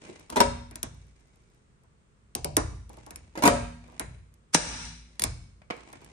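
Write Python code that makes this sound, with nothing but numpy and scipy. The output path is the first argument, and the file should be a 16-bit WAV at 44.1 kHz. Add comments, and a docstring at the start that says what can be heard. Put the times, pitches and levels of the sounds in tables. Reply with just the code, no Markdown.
"""Lazy-tongs rivet gun on a van panel

A lazy-tongs rivet gun is pumped twice against a van's side panel in a workshop with ventilation.
Each push drags the rivet stem in jerks: trains of slips that shake the sheet and its damped modes.
The steel links clack as filtered noise bursts and ringing sines, rub with a grainy hiss, and rattle.
The stem snaps with a bang; a limiter ducks and climbs back steadily, so the room tail hangs on."""
import sys
import numpy as np
from scipy import signal
from scipy.fft import rfft, irfft
from scipy.io import wavfile
from scipy.ndimage import uniform_filter1d, minimum_filter1d

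SR = 44100
rng = np.random.default_rng(int(sys.argv[2]) if len(sys.argv) > 2 else 0)


def generate_wav(signal):
    """Clip the signal to [-1, 1] and save it as 16-bit WAV at the path in sys.argv[1]."""
    frames = np.transpose(np.atleast_2d(signal))
    scaled = np.clip(frames, -1, 1) * 32767
    pcm = np.round(scaled).astype(np.int16)
    wavfile.write(sys.argv[1], SR, pcm)


N = 269884  # length of the scene in samples


def from_db(db):
    """Decibels to gain."""
    return 10 ** (np.asarray(db) / 20)


def unit(x):
    """Scale to unit energy per channel."""
    return x / np.sqrt(np.mean(np.sum(x ** 2, axis=-1)) + 1e-20)


def at_hz(points, hz, axis=1):
    """Read a column of a table on a log-frequency axis."""
    table = np.array(points, float)
    return np.interp(np.log(np.maximum(hz, 1)), np.log(table[:, 0]), table[:, axis])


def seconds(length):
    """A time axis."""
    return np.arange(int(length * SR)) / SR


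def add(out, s, sound):
    """Mix a sound in at a given time."""
    start = max(int(s * SR), 0)
    part = sound[..., :N - start]
    out[..., start:start + part.shape[-1]] += part


def through(x, response):
    """Pass a signal through an impulse response."""
    return signal.fftconvolve(np.atleast_2d(x), np.atleast_2d(response), axes=-1)[:, :N]


def band_pass(order, low_hz, high_hz):
    """Filter sections that keep one band."""
    return signal.butter(order, [low_hz, high_hz], "band", fs=SR, output="sos")


def colour(points, size=8192):
    """Causal (minimum-phase) response of a spectrum, unit energy."""
    log_gain = np.log(from_db(at_hz(points, np.fft.rfftfreq(size, 1 / SR))))
    cepstrum = irfft(log_gain)
    # fold the cepstrum onto positive time, which makes the phase minimal
    cepstrum[1:size // 2] *= 2
    cepstrum[size // 2 + 1:] = 0
    return unit(irfft(np.exp(rfft(cepstrum))))


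# left-right likeness of diffuse sound: pitch_hz [Hz], likeness [correlation, -1 to 1]
STEREO_LIKENESS = [(60,0.68),(130,.92),(250,.7),(500,0.3),(950,-0.29),(2500,-0.17),(10000,-0.067)]


def diffuse(size):
    """White stereo noise, alike in the bass and nearly unrelated or slightly opposed higher up."""
    mid, side = rfft(rng.standard_normal((2, size)))
    alike = np.clip(at_hz(STEREO_LIKENESS, np.fft.rfftfreq(size, 1 / SR)), -.99, .99)
    shared = np.sqrt((1 + alike) / 2) * mid
    opposed = np.sqrt((1 - alike) / 2) * side
    return irfft(shared + opposed * [[1], [-1]], size)


def burst(t60):
    """The dense, quickly dying vibration after one contact."""
    t = seconds(t60 + .005)
    return unit(diffuse(len(t)) * from_db(-60 * t / t60))


def modes(table, scatter_db, lead_ms):
    """Damped sines, struck with new strengths each time and reaching the left port first."""
    t = seconds(1)
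    hz, db, t60 = np.transpose(table)[:, :, None]
    strength = from_db(db + scatter_db * rng.standard_normal(db.shape))
    decay = np.exp(-np.log(1000) * t / t60)
    polarity = (-1) ** np.arange(len(hz))[:, None]
    wave = np.sum(strength * decay * np.sin(2 * np.pi * hz * t) * polarity, axis=0)
    right = np.interp(t - lead_ms / 1000, t, wave, left=0)
    return unit(np.array([wave, right]))


def sharp(t60, spread):
    """A close crack, its rise softened over about 1 ms: alike at both ports, left two samples sooner."""
    crack = burst(t60)[0]
    direct = np.array([np.append(crack, [0, 0]), np.append([0, 0], crack)])
    rise = 1 - np.exp(-np.arange(len(crack)) / (SR * .0008))
    return unit((direct[:, :len(crack)] + spread * burst(t60)) * rise)


LOW_PASS_HZ = 9437


def dull(x):
    """Steep low-pass near 9.4 kHz for the rub, buzz, room and air."""
    return signal.sosfilt(signal.cheby1(10, .5, LOW_PASS_HZ, fs=SR, output="sos"), x)


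# colour of the ventilation: pitch_hz [Hz], relative level_db [dB]
AIR_COLOUR = [(15, -36.5), (25, -15.5), (59, -1.5), (80, -10.5), (145, -7), (180, -15), (223, -12.5),
              (277, -21.5), (405, -18.5), (754, -29.5), (1130, -25.5), (5000, -40.5), (8830, -36.5),
              (16000, -66.5)]


def ventilation(level_db):
    """Steady air noise, coloured by its spectrum."""
    return from_db(level_db) * through(diffuse(N), colour(AIR_COLOUR))


# workshop tail: pitch_hz [Hz], t60_s [s], relative reflected level_db [dB]
ROOM_BANDS = [(60,0.92,-9),(200,0.47,-13.5),(486,0.43,-5.5),(1171,0.54,-8.5),(3100,0.69,-7),(6500,0.6,-11),(8740,0.5,-12),(10686,0.82,-1.5),(14000,.2,-25.5)]


def workshop(x, early_db, early_t60, late_db):
    """Quick reflections off the van and floor, then a diffuse tail that dies band by band."""
    t = seconds(1.3)
    white, tail = [diffuse(len(t)), diffuse(len(t))], 0
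    edges = np.append(np.geomspace(40, 6500, 14), [8200, 10000, 12000, 16000])
    for k, (low, high) in enumerate(zip(edges, edges[1:])):
        band = signal.sosfilt(band_pass(4, low, high), white[k % 2])  # neighbours use separate noise
        hz = np.sqrt(low * high)
        late = unit(from_db(-60 * t / at_hz(ROOM_BANDS, hz)) * (1 - np.exp(-t / 0.0092)))
        early = unit(from_db(-60 * t / early_t60) * (t > .003))
        envelope = np.hypot(from_db(late_db) * late, from_db(early_db) * early)
        tail = tail + band * from_db(at_hz(ROOM_BANDS, hz, axis=2)) * envelope
    return through(x, tail)


# modes of the hollow van body: pitch_hz [Hz], relative level_db [dB], t60_s [s]
VAN_MODES = [(49.3,-5,0.59),(56.98,-4,1.2),(75,-0.5,0.72),(90.33,-7.5,0.87),(119.6,-3.5,0.59),(149,-5,0.69)]
# a clack shoves the van in step with its strength: dB per dB of steel and of tool body
BOOM_PER_STEEL, BOOM_PER_BODY = .45, 0.38


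def van_boom(clack_db, jerk_db, snap_db, swell_s, rumble_db):
    """Every shove swells slowly into the low modes of the hollow van and the rumble of its panels."""
    shoves = []
    for s, crack_db, knock_db, _ in CLACK_EVENTS:
        shoves.append((s, BOOM_PER_STEEL * crack_db + BOOM_PER_BODY * knock_db + clack_db))
    shoves += [(s, db + jerk_db) for s, db, _ in JERK_EVENTS]
    shoves += [(SNAP_S, snap_db)]
    out, t = np.zeros((2, N)), seconds(1)
    bass = band_pass(2, 48, 130)
    for s, db in shoves:
        rumble = unit(signal.sosfilt(bass, diffuse(len(t))) * from_db(-60 * t / 0.72))
        boom = modes(VAN_MODES, scatter_db=5.0, lead_ms=.2) + from_db(rumble_db) * rumble
        add(out, s, from_db(db) * unit(boom * (1 - np.exp(-t / swell_s))))
    return out


# crack of the steel: pitch_hz [Hz], relative level_db [dB]
STEEL_COLOUR = [(300,-37.5),(1300,-12.5),(2100,-8),(3000,-10),(4300,-7),(5400,-4.5),(6600,-4.5),(7800,-6.5),(9400,-5),(10700,-5.5),(12200,-3.5),(13500,-36),(15500,-36),(17000,-50.5)]
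# ring of the steel links: pitch_hz [Hz], relative level_db [dB], t60_s [s]
LINK_MODES = [(2080,-3.5,.12),(2250,-5,0.25),(3852,1,0.03),(5890,-6,0.1),(6070,-12.5,.1)]


def steel(contacts, ring_db):
    """Contacts on the tongs: a bright crack and a faint ring of the links."""
    crack = through(contacts, colour(STEEL_COLOUR))
    ring = through(contacts, modes(LINK_MODES, scatter_db=-1.5, lead_ms=0.13))
    return crack + from_db(ring_db) * ring


# colour of the tool's cast body: pitch_hz [Hz], relative level_db [dB]
TOOL_COLOUR = [(60,-15),(150,-1.5),(300,2.5),(450,-5),(750,-5.5),(1020,-6),(1200,-13),(1550,-12.5),(2300,-9.5),(6000,-24.5)]


def tool_body(x):
    """The cast body colours whatever shakes it."""
    return through(x, colour(TOOL_COLOUR))


def buzz(jerk_db, snap_db, t60):
    """Each jolt leaves the loose links buzzing: decaying noise in the colour of the steel."""
    out = np.zeros((2, N))
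    jolts = [(s, db + jerk_db) for s, db, _ in JERK_EVENTS] + [(SNAP_S, snap_db)]
    for s, db in jolts:
        add(out, s, from_db(db) * burst(t60))
    return dull(through(out, colour(STEEL_COLOUR)))


# a stroke swells, eases off while it lasts, then dies away
STROKE_ATTACK_S, STROKE_SAG_DB_PER_S, STROKE_RELEASE_DB_PER_S = 0.021, 8, 75


def stroke(start, length):
    """Gain of one slide of the tongs over time: attack, slow sag, release."""
    t = np.maximum(np.arange(N) / SR - start, 0)
    fall_db = STROKE_SAG_DB_PER_S * t + STROKE_RELEASE_DB_PER_S * np.maximum(t - length, 0)
    return (1 - np.exp(-t / STROKE_ATTACK_S)) * from_db(-np.minimum(fall_db, 100))


# the tongs slide open or shut: start_s [s], length_s [s], relative hiss_db [dB], low groan_db [dB]
STROKE_EVENTS = [(0, 0.08, -56.5, -45), (.9, 0.67, -72, -66.5), (2.879, .32, -68, -56.5),
                 (3.799, 0.27, -72.5, -55), (5.061, .13, -72, -65.5), (5.71, .41, -67.5, -51.5)]


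def rub(hiss_db, groan_db, grain_db):
    """Dry pivots slide with an uneven grain: a hiss from the steel, a groan from the tool's body."""
    hiss = sum(from_db(db + hiss_db) * stroke(s, length) for s, length, db, _ in STROKE_EVENTS)
    groan = sum(from_db(db + groan_db) * stroke(s, length) for s, length, _, db in STROKE_EVENTS)
    t = np.arange(N) / SR
    steps = np.arange(0, N / SR, .004)
    grain = np.interp(t, steps, rng.standard_normal(len(steps)))
    friction = dull(diffuse(N)) * from_db(grain_db * grain)
    return steel(friction * hiss, ring_db=-6.0) + tool_body(friction * groan)


# rattle levels: offsets over the stroke's hiss and groan, and random spread either way
RATTLE_STEEL_DB, RATTLE_BODY_DB, RATTLE_SPREAD_DB = 17, -1.5, 4.5
RATTLES_PER_S, RATTLE_TOP_HZ = 11, 1500  # mean rate, top of the knock


def rattles():
    """Light random contacts of the loose pivots during each stroke, as rows like those of the clacks."""
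    rows = []
    for start, length, hiss_db, groan_db in STROKE_EVENTS:
        draws = rng.random((24, 2))
        times = np.cumsum(.4 + 1.2 * draws[:, 0]) / RATTLES_PER_S
        levels_db = RATTLE_SPREAD_DB * (2 * draws[:, 1] - 1) - STROKE_SAG_DB_PER_S * times
        for after, db in zip(times, levels_db):
            if after < length:
                crack_db = hiss_db + RATTLE_STEEL_DB + db
                knock_db = groan_db + RATTLE_BODY_DB + db
                rows.append((start + after, crack_db, knock_db, RATTLE_TOP_HZ))
    return rows


# handle knocks as the slack is taken up: start_s [s], relative level_db [dB]
KNOCK_EVENTS = [(0.064,-46),(5.618,-45),(5.702,-27),(5.707,-20),(5.933,-39)]
# dull colour of the handle: pitch_hz [Hz], relative level_db [dB]
HANDLE_COLOUR = [(80,-11),(200,7.5),(400,-6),(720,-0.5),(1300,-3.5),(1700,-3.5),(2300,-4.5),(3500,-14.5),(6000,-24),(10000,-29),(14000,-60)]


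def handle(knock_db, ring_db):
    """A dull knock at the handle, with the links singing on."""
    contacts = np.zeros((2, N))
    for s, db in KNOCK_EVENTS:
        add(contacts, s, from_db(db + knock_db) * burst(t60=0.029))
    ring = through(contacts, modes(LINK_MODES[:2], scatter_db=-0.5, lead_ms=0.067))
    return through(contacts, colour(HANDLE_COLOUR)) + from_db(ring_db) * ring


# short, bright ping of a pivot pin: pitch_hz [Hz], relative level_db [dB], t60_s [s]
PIN_MODES = [(3430,-4.5,0.0056),(5570,-14.5,0.033),(7370,-1.5,0.0049),(9070,6.5,0.017),(9240,-9,0.0095),(11200,-1.5,0.029)]


def pings(ping_db):
    """The struck pin rings for a few milliseconds, right next to the microphone."""
    out = np.zeros((2, N))
    for s, crack_db, *_ in CLACK_EVENTS:
        add(out, s, from_db(crack_db + ping_db) * modes(PIN_MODES, scatter_db=2.0, lead_ms=0.039))
    return out


# the links hit their stops or each other; the first row, at 0.085 s, is a dull knock at the handle: # start_s
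# [s], relative steel_db [dB], relative body_db [dB], top of the knock top_hz [Hz]
CLACK_EVENTS = [(.085, -54.5, -37.5, 593), (.197, -47, -63, 1500), (.301, -27.5, -47, 1470),
                (0.7109, -39.5, -50, 2350), (.7566, -26.5, -48, 2010), (.83, -17.5, -39, 1853),
                (1.835, -60.5, -64.5, 1500), (2.351, -17, -35, 1147), (2.4455, -17, -29.5, 960),
                (2.5677, -7, -21, 1660), (2.894, -43.5, -47, 1190), (2.97, -46.5, -49.5, 1210),
                (3.064, -40, -44.5, 1420), (3.107, -33, -48, 2050), (3.159, -30, -54, 2500),
                (3.996, -18, -33.5, 2317), (4.34, -52.5, -74, 2010), (5.1955, -17.5, -42.5, 1110),
                (5.22, -15, -39.5, 1092), (5.2382, -9.5, -32.5, 1910), (5.929, -38.5, -49.5, 1900),
                (6.046, -42, -67, 2000)]
KNOCK_LOW_HZ = 380  # the small head radiates little below this


def clacks(steel_db, body_db, ring_db, arm_db):
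    """Link on link: steel cracks, the cast head knocks, and the arms ring on just under the knock's top."""
    contacts, knocks = np.zeros((2, 2, N))
    for s, crack_db, knock_db, top_hz in list(CLACK_EVENTS) + rattles():
        add(contacts, s - .0005, from_db(crack_db + steel_db) * sharp(t60=0.013, spread=1.0))
        low_pass = signal.butter(4, top_hz, fs=SR, output="sos")
        knock = signal.sosfilt(low_pass, burst(t60=0.12))
        arms = signal.sosfilt(band_pass(3, 0.6 * top_hz, 0.83 * top_hz), burst(t60=0.24))
        add(knocks, s + .0035, from_db(knock_db + body_db) * knock)
        add(knocks, s + .0035, from_db(knock_db + body_db + arm_db) * arms)
    knocks = signal.sosfilt(signal.butter(1, KNOCK_LOW_HZ, "high", fs=SR, output="sos"), knocks)
    return steel(contacts, ring_db) + tool_body(knocks)


# modes of the van's side panel: pitch_hz [Hz], relative level_db [dB], t60_s [s]
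PANEL_MODES = [(162.2,-15,0.98),(239.7,-10.5,0.86),(269.5,-6,0.36),(354,-13,.1),(403.5,-13,0.24),(426,-12.5,0.13),(490,-10,0.085),(557,-5.5,0.35),(602,-6.5,0.17),(701,0,.09),(855,-4.5,0.023),(939,10.5,0.044),(990,-6.5,0.21),(994,-7.5,.1),(1306,-8,0.25),(1392,-6,.07),(1597,-19,0.38),(2170,-13.5,0.065)]


def panel():
    """One blow's ring of the side panel."""
    return modes(PANEL_MODES, scatter_db=1.5, lead_ms=.25)


# the stem jerks through the rivet, harder as each push goes on:
# start_s [s], relative level_db [dB], fading time of the judder length_s [s]
JERK_EVENTS = [(.296, -37.5, 0.019), (.324, -32, 0.013), (.359, -19.5, 0.017), (.367, -16, 0.019),
               (.403, -7.5, 0.008), (3.354, -34.5, .008), (3.375, -26.5, .014), (3.423, -18, .017),
               (3.436, -12, .014), (3.453, -9, .028), (3.476, -7, .006)]
# colour of the shaken sheet metal: pitch_hz [Hz], relative level_db [dB]
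SHEET_COLOUR = [(50,-30.5),(150,-10),(270,0.5),(550,-7.5),(760,-10),(950,-4),(1150,-10.5),(2200,-16),(4000,-22),(10000,-44.5),(14000,-73.5)]
JERK_BITE = 1.315  # harder jerks are brighter: dB of steel per dB of jerk


def jerks(steel_db, sheet_db, modes_db, slips_per_s, ring_db):
    """Each jerk is a run of uneven slips of the stem that set the sheet metal ringing."""
    contacts, sheet, ringing = np.zeros((3, 2, N))
    for s, panel_db, length in JERK_EVENTS:
        t = seconds(2 * length)
        slips = (rng.random(len(t)) < slips_per_s / SR) * rng.standard_normal(len(t))
        slips[0] = 2  # the stem always lets go at the start
        slips = unit(slips * np.exp(-t / length))
        crack = unit(through(slips, sharp(t60=.012, spread=0.67)))
        add(contacts, s, from_db(JERK_BITE * panel_db + steel_db) * crack)
        add(sheet, s, from_db(panel_db + sheet_db) * unit(through(slips, burst(t60=0.082))))
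        add(ringing, s, from_db(panel_db + modes_db) * unit(through(slips, panel())))
    return steel(contacts, ring_db) + through(sheet, colour(SHEET_COLOUR)) + ringing


# the stem sticks and slips almost evenly: slips per second and their unevenness (share of a period)
SQUEAL_HZ, SQUEAL_JITTER = 937.5, .12
SQUEAL_BITE = 1.7  # dB of squeal per dB of jerk, so hard jerks squeal most


def squeal(squeal_db, swell_s):
    """Under load the slips fall into step and make the rivet squeal for a moment."""
    slips = np.zeros(N)
    for s, db, length in JERK_EVENTS:
        after = np.cumsum(1 + SQUEAL_JITTER * rng.standard_normal(60)) / SQUEAL_HZ
        sizes = unit((1 - np.exp(-after / swell_s)) * np.exp(-(after / length) ** 2))
        slips[((s + after) * SR).astype(int)] += from_db(SQUEAL_BITE * db + squeal_db) * sizes
    return signal.sosfilt(band_pass(2, 600, 1250), slips + 1e-18) * np.ones((2, 1))


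# colour of the bang: pitch_hz [Hz], relative level_db [dB]
SNAP_COLOUR = [(40,-66.5),(100,-2),(250,-8),(450,-12.5),(700,-5.5),(980,-1),(1700,0.5),(2800,-3.5),(4500,-5),(5700,2),(7000,-1),(9600,-5),(11500,-11.5),(14000,-65.5)]
# ring of the breaking stem: pitch_hz [Hz], relative level_db [dB], t60_s [s]
STEM_MODES = [(3540,-12.5,0.005),(5660,0.5,0.0086),(8740,-0.5,0.0099)]
# the panel's single damped flex: pitch_hz [Hz], relative level_db [dB], t60_s [s]
FLEX_MODES = [(165,-3,0.1),(276,3,0.039),(514,5,0.01),(936,3.5,0.02)]
SNAP_S, SNAP_DB = 4.546, 10.5  # the stem breaks: time (s) and gain over all its parts (dB)


def snap(tear_db, stem_db, recoil_db, panel_db):
    """The stem tears with a swelling rasp and breaks; the freed tool recoils and the panel springs back."""
    contacts, ringing = np.zeros((2, 2, N))
    tear = burst(t60=0.019)[:, ::-1]  # a reversed decay swells up to the break
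    add(contacts, SNAP_S - tear.shape[1] / SR, from_db(tear_db) * tear)
    stem = modes(STEM_MODES, scatter_db=0.0, lead_ms=0.028) * from_db([[2], [-2]])  # louder on the left
    add(ringing, SNAP_S - .001, from_db(stem_db) * stem)
    add(contacts, SNAP_S + .001, from_db(recoil_db) * burst(t60=.045))
    add(ringing, SNAP_S + 0.00296, from_db(panel_db) * panel())
    flex = modes(FLEX_MODES, scatter_db=0, lead_ms=.05)
    add(ringing, SNAP_S + .003, from_db(recoil_db - 3) * flex)
    return from_db(SNAP_DB) * (through(contacts, colour(SNAP_COLOUR)) + ringing)


def scene():
    """Tool and panel close by, the van's boom, the workshop and its ventilation."""
    close = clacks(steel_db=12.0, body_db=31.5, ring_db=-26.5, arm_db=-1.0)
    close = close + handle(knock_db=18.5, ring_db=-14.0)
    close = close + jerks(steel_db=17.5, sheet_db=20.5, modes_db=20.5, slips_per_s=810, ring_db=-24.5)
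    close = close + snap(tear_db=1.5, stem_db=16.5, recoil_db=21.5, panel_db=3.5)
    close = close + rub(hiss_db=-3.0, groan_db=-5.0, grain_db=5.5)
    close = close + buzz(jerk_db=6.0, snap_db=14.5, t60=.35)
    direct = pings(ping_db=13.0) + squeal(squeal_db=29.0, swell_s=.003)  # heard without the room
    boom = van_boom(clack_db=15.0, jerk_db=9.5, snap_db=9.5, swell_s=0.056, rumble_db=-1.5)
    air = ventilation(level_db=-62.0)
    room = workshop(close, early_db=1.0, early_t60=0.19, late_db=-3.5)
    return close + direct + dull(room + air) + boom


def limiter(x, ceiling_db, hold_s, release_db_per_s):
    """The gain drops just ahead of a peak, is held, then climbs back steadily."""
    t = np.arange(N) / SR
    over = np.maximum(20 * np.log10(np.abs(x).max(axis=0) + 1e-9) - ceiling_db, 0)
    hold, ahead = int(hold_s * SR) | 1, int(.003 * SR)
    held = -minimum_filter1d(-over, hold, origin=hold // 2)
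    cut = np.maximum.accumulate(held + release_db_per_s * t) - release_db_per_s * t
    early_cut = -minimum_filter1d(-cut, 2 * ahead)
    return x * from_db(-uniform_filter1d(early_cut, 2 * ahead))


CUTOFF_HZ = 17500  # start of the stop band


def record(dry):
    """Limiter, then the top is cut."""
    limited = limiter(dry, ceiling_db=-1.3, hold_s=0.035, release_db_per_s=75.0)
    return signal.sosfilt(signal.cheby2(12, 70, CUTOFF_HZ, fs=SR, output="sos"), limited)


dry = scene()
out = record(dry)
generate_wav(out)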